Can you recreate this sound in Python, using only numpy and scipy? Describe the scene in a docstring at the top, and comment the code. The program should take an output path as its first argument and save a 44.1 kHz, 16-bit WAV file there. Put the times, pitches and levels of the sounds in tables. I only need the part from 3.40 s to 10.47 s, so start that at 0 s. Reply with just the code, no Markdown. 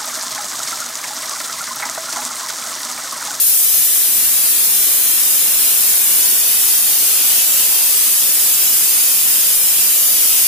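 """A piercing, steady hiss: steam blows from a thin pipe on a small boiler, in a hard-walled workshop.
The finest eddies (little swirls) at the nozzle hiss, larger ones along the jet's edge rush, and the
wide plume roars softly over a faint rumble. All of them sound together from the start.
A hand-held phone moves from the boiler along the jet, so loudness, tone and left-right balance shift.
The concrete floor adds a weak reflection of the rush."""
import sys
import numpy as np
from scipy import signal
from scipy.fft import rfft, irfft, next_fast_len
from scipy.io import wavfile
from scipy.ndimage import uniform_filter1d

SR = 44100
rng = np.random.default_rng(int(sys.argv[2]) if len(sys.argv) > 2 else 0)


def write(x):
    x = np.atleast_2d(x).T
    wavfile.write(sys.argv[1], SR, np.round(np.clip(x, -1, 1) * 32767).astype(np.int16))


N = 311787
TIME_S = np.arange(N) / SR
RUSH_HZ, BRIGHT_HZ, HISS_HZ = 2358, 4564, 8455  # where the rush, its bright part and the hiss begin

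# How strong each pitch is in the hiss. Columns: pitch_hz, relative_level_db
HISS_TONE = [(8500, -2), (9000, 0), (9800, 1.25), (11300, 1.6), (11800, -0.6), (12500, 1.5), (14000, 1.5),
             (15200, 0.5)]


def nozzle_hiss():
    """A piercing hiss from the nozzle. A slight, very fast sizzle is heard in it."""
    hiss = band_noise(HISS_TONE, HISS_HZ, 16400, bands=4, likeness=0.017, flicker_db=0.5, flicker_hz=14)
    sizzle_db = 0.54 * drift(900)
    # toward the end the phone drifts back to the nozzle, and the hiss grows a little
    return_db = 0.24 * np.maximum(TIME_S - 4.3, 0)
    level_db = settle(-11, -12.5, settle_s=0.35) + return_db
    return place(hiss * undb(sizzle_db), level_db, left_db=settle(2.2, 0.6, settle_s=3.0))


# How strong each pitch is along the jet's edge. Columns: pitch_hz, relative_level_db
EDGE_TONE = [(2350, -11), (2550, -9.8), (3000, -9.5), (3400, -8), (4000, -7.5), (4500, -6), (5050, -6),
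             (5750, -6), (6200, -4.5), (7000, -3.1), (7500, -3.5), (8100, -2.5), (8500, -0.5)]
# A low band, a dip and a high band in that tone, which change with the phone's place.
# Columns: time_s, pitch_hz, gain_db
EDGE_LOW_BAND = [(0, 2800, -1), (2.4, 2750, 1), (2.9, 2780, 1.5), (3.7, 2810, 1), (4, 2850, 4),
                 (4.4, 2800, 2.5), (4.75, 2750, 1), (5.5, 2820, 1.5), (6, 2900, 2), (7, 2800, 2.5)]
EDGE_DIP = [(0, 4520, -2.5), (1.5, 4520, -4), (2.3, 4500, -3.5), (3, 4100, -3), (3.8, 4100, -2.5),
            (4.6, 4140, -1.5), (5.1, 4280, -4.5), (5.7, 4140, -5.5), (6.2, 4470, -3.5), (6.8, 4150, -4)]
EDGE_HIGH_BAND = [(1, 5000, -0.8), (4.4, 5000, 1.3), (7, 4950, 0.8)]


def edge_rush():
    """A rush with a bright part above it. The treble flickers in narrow bands."""
    rush = band_noise(EDGE_TONE, RUSH_HZ, BRIGHT_HZ,
                      bands=36, likeness=0.29, flicker_db=9, flicker_hz=14)
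    bright = band_noise(EDGE_TONE, BRIGHT_HZ, HISS_HZ,
                        bands=52, likeness=0.082, flicker_db=12, flicker_hz=9)
    # the sound swells once, and the rush leans left, as the phone comes nearest
    near = nearness()
    rush_db = settle(-30, -27, settle_s=0.69) + 0.7 * near
    bright_db = settle(-21, -19.5, settle_s=4.5) + 0.3 * near
    rush = place(floor_bounce(rush), rush_db, left_db=1.5 + 2.5 * near)
    bright = place(bright, bright_db, left_db=-1)
    sound = shape_band(rush + bright, EDGE_LOW_BAND, width_hz=880)
    sound = shape_band(sound, EDGE_DIP, width_hz=370)
    return shape_band(sound, EDGE_HIGH_BAND, width_hz=340)


def floor_bounce(sound):
    """The floor sends back a weak copy about 3 ms late; the delay drifts as the hand moves."""
    samples = np.arange(N)
    delay_s = 0.0033 * (1 + 0.05 * drift(0.8))
    echo = np.array([np.interp(samples - delay_s * SR, samples, side) for side in sound])
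    return sound + 0.2 * echo


# How strong each pitch is in the roar and in the rumble. Columns: pitch_hz, relative_level_db
ROAR_TONE = [(80, -15), (105, -21), (135, -12), (190, -7), (300, -6.5), (450, -6), (800, -6.5),
             (1200, -5.3), (1600, -4.5), (2050, -3.5), (2250, -3.5), (2350, 0)]
RUMBLE_TONE = [(18, -2), (45, -1), (90, 2)]
# One band of the roar that stands out briefly. Columns: time_s, pitch_hz, gain_db
ROAR_ACCENT = [(3.4, 950, -1), (3.8, 950, 0.5), (4.4, 905, 2.5), (4.6, 900, -0.7)]


def plume_roar():
    """Large, slow eddies roar softly, louder once the phone is past the boiler, over a faint rumble."""
    roar = band_noise(ROAR_TONE, 92.6, RUSH_HZ, bands=16, likeness=0.26, flicker_db=1.9, flicker_hz=7)
    rumble = band_noise(RUMBLE_TONE, 16, 90.5, bands=2, likeness=0.05, flicker_db=9, flicker_hz=8)
    ease_off_db = 0.13 * TIME_S
    roar_db = settle(-40, -32.5, settle_s=0.48) + 0.5 * nearness() - ease_off_db
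    roar = place(roar, roar_db, left_db=settle(9, -1.8, settle_s=2.7))
    roar = shape_band(roar, ROAR_ACCENT, width_hz=460)
    return roar + place(rumble, level_db=-67, left_db=3.5)


def band_noise(tone, low_hz, high_hz, bands, likeness, flicker_db, flicker_hz):
    """Noise in bands that fade in and out at random."""
    size = next_fast_len(N)
    hz = np.arange(size // 2 + 1) * SR / size
    pitch_hz, level_db = np.transpose(tone)
    tone_db = np.interp(np.log(hz + 1), np.log(pitch_hz), level_db)
    gain = undb(tone_db) * (hz >= low_hz) * (hz < high_hz)
    # left and right are unrelated at likeness 0, equal at 1
    shared, opposed = rfft(rng.standard_normal((2, size)))
    opposed = opposed * np.array([[1], [-1]])
    spectrum = gain * (np.sqrt(1 + likeness) * shared + np.sqrt(1 - likeness) * opposed)
    band_number = np.floor(bands * (hz - low_hz) / (high_hz - low_hz))
    # a band may fade far but swells only a little
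    swells_db = [flicker_db * np.minimum(drift(flicker_hz), 0.5) for _ in range(bands)]
    swells = undb(swells_db).astype(np.float32)
    # its neighbours make up part of the loss, so the whole stays steady
    swells /= uniform_filter1d(swells ** 2, size=9, axis=0) ** 0.3
    return sum(irfft(spectrum * (band_number == k), size)[:, :N] * swells[k] for k in range(bands))


def shape_band(sound, track, width_hz):
    """Turn one band of pitches up or down, following rows of time_s, pitch_hz, gain_db."""
    time_s, pitch_hz, gain_db = np.transpose(track)
    centre_hz = np.interp(TIME_S, time_s, pitch_hz)
    gain = undb(np.interp(TIME_S, time_s, gain_db))
    # slide the band down to 0 Hz, keep only that part, then slide it back
    shift = np.exp(2j * np.pi * np.cumsum(centre_hz) / SR)
    low_pass = signal.butter(2, width_hz / 2, fs=SR, output="sos")
    band = 2 * np.real(signal.sosfiltfilt(low_pass, sound / shift) * shift)
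    return sound + (gain - 1) * band


def drift(rate_hz):
    """A smooth random wobble of typical size 1, with about rate_hz new values a second."""
    points = rng.standard_normal(4096)
    zigzag = np.interp(TIME_S * rate_hz, np.arange(len(points)), points)
    return unit(uniform_filter1d(zigzag, int(SR / rate_hz / 2)))


def settle(start, end, settle_s):
    """Glide from the value beside the boiler to the value along the jet, fast at first, then slowly."""
    return end + (start - end) * np.exp(-TIME_S / settle_s)


def nearness(nearest_s=3.93, width_s=0.36):
    """1 when the phone is nearest to the jet's edge, 0 well before and after."""
    return np.exp(-((TIME_S - nearest_s) / width_s) ** 2)


def place(sound, level_db, left_db):
    """Set a stereo sound's level, and tilt it so the left gains left_db over the right."""
    return unit(sound) * undb(level_db + np.array([[0.5], [-0.5]]) * left_db)


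def undb(db):
    """Turn decibels into a number to multiply by."""
    return 10 ** (np.asarray(db) / 20)


def unit(sound):
    """Scale to an average strength (rms) of 1."""
    return sound / np.sqrt(np.mean(sound ** 2))


def scene():
    """The flow from the boiler flutters slightly, so hiss, rush and roar waver together."""
    flutter_db = 0.29 * drift(17)
    return (nozzle_hiss() + edge_rush() + plume_roar()) * undb(flutter_db)


def record(dry):
    """The phone clips any peak past full scale and cuts the treble above 15400 Hz."""
    low_pass = signal.ellip(12, 0.1, 70, 15400, fs=SR, output="sos")
    return signal.sosfilt(low_pass, np.clip(dry, -1, 1))


dry = scene()
out = record(dry)
write(out)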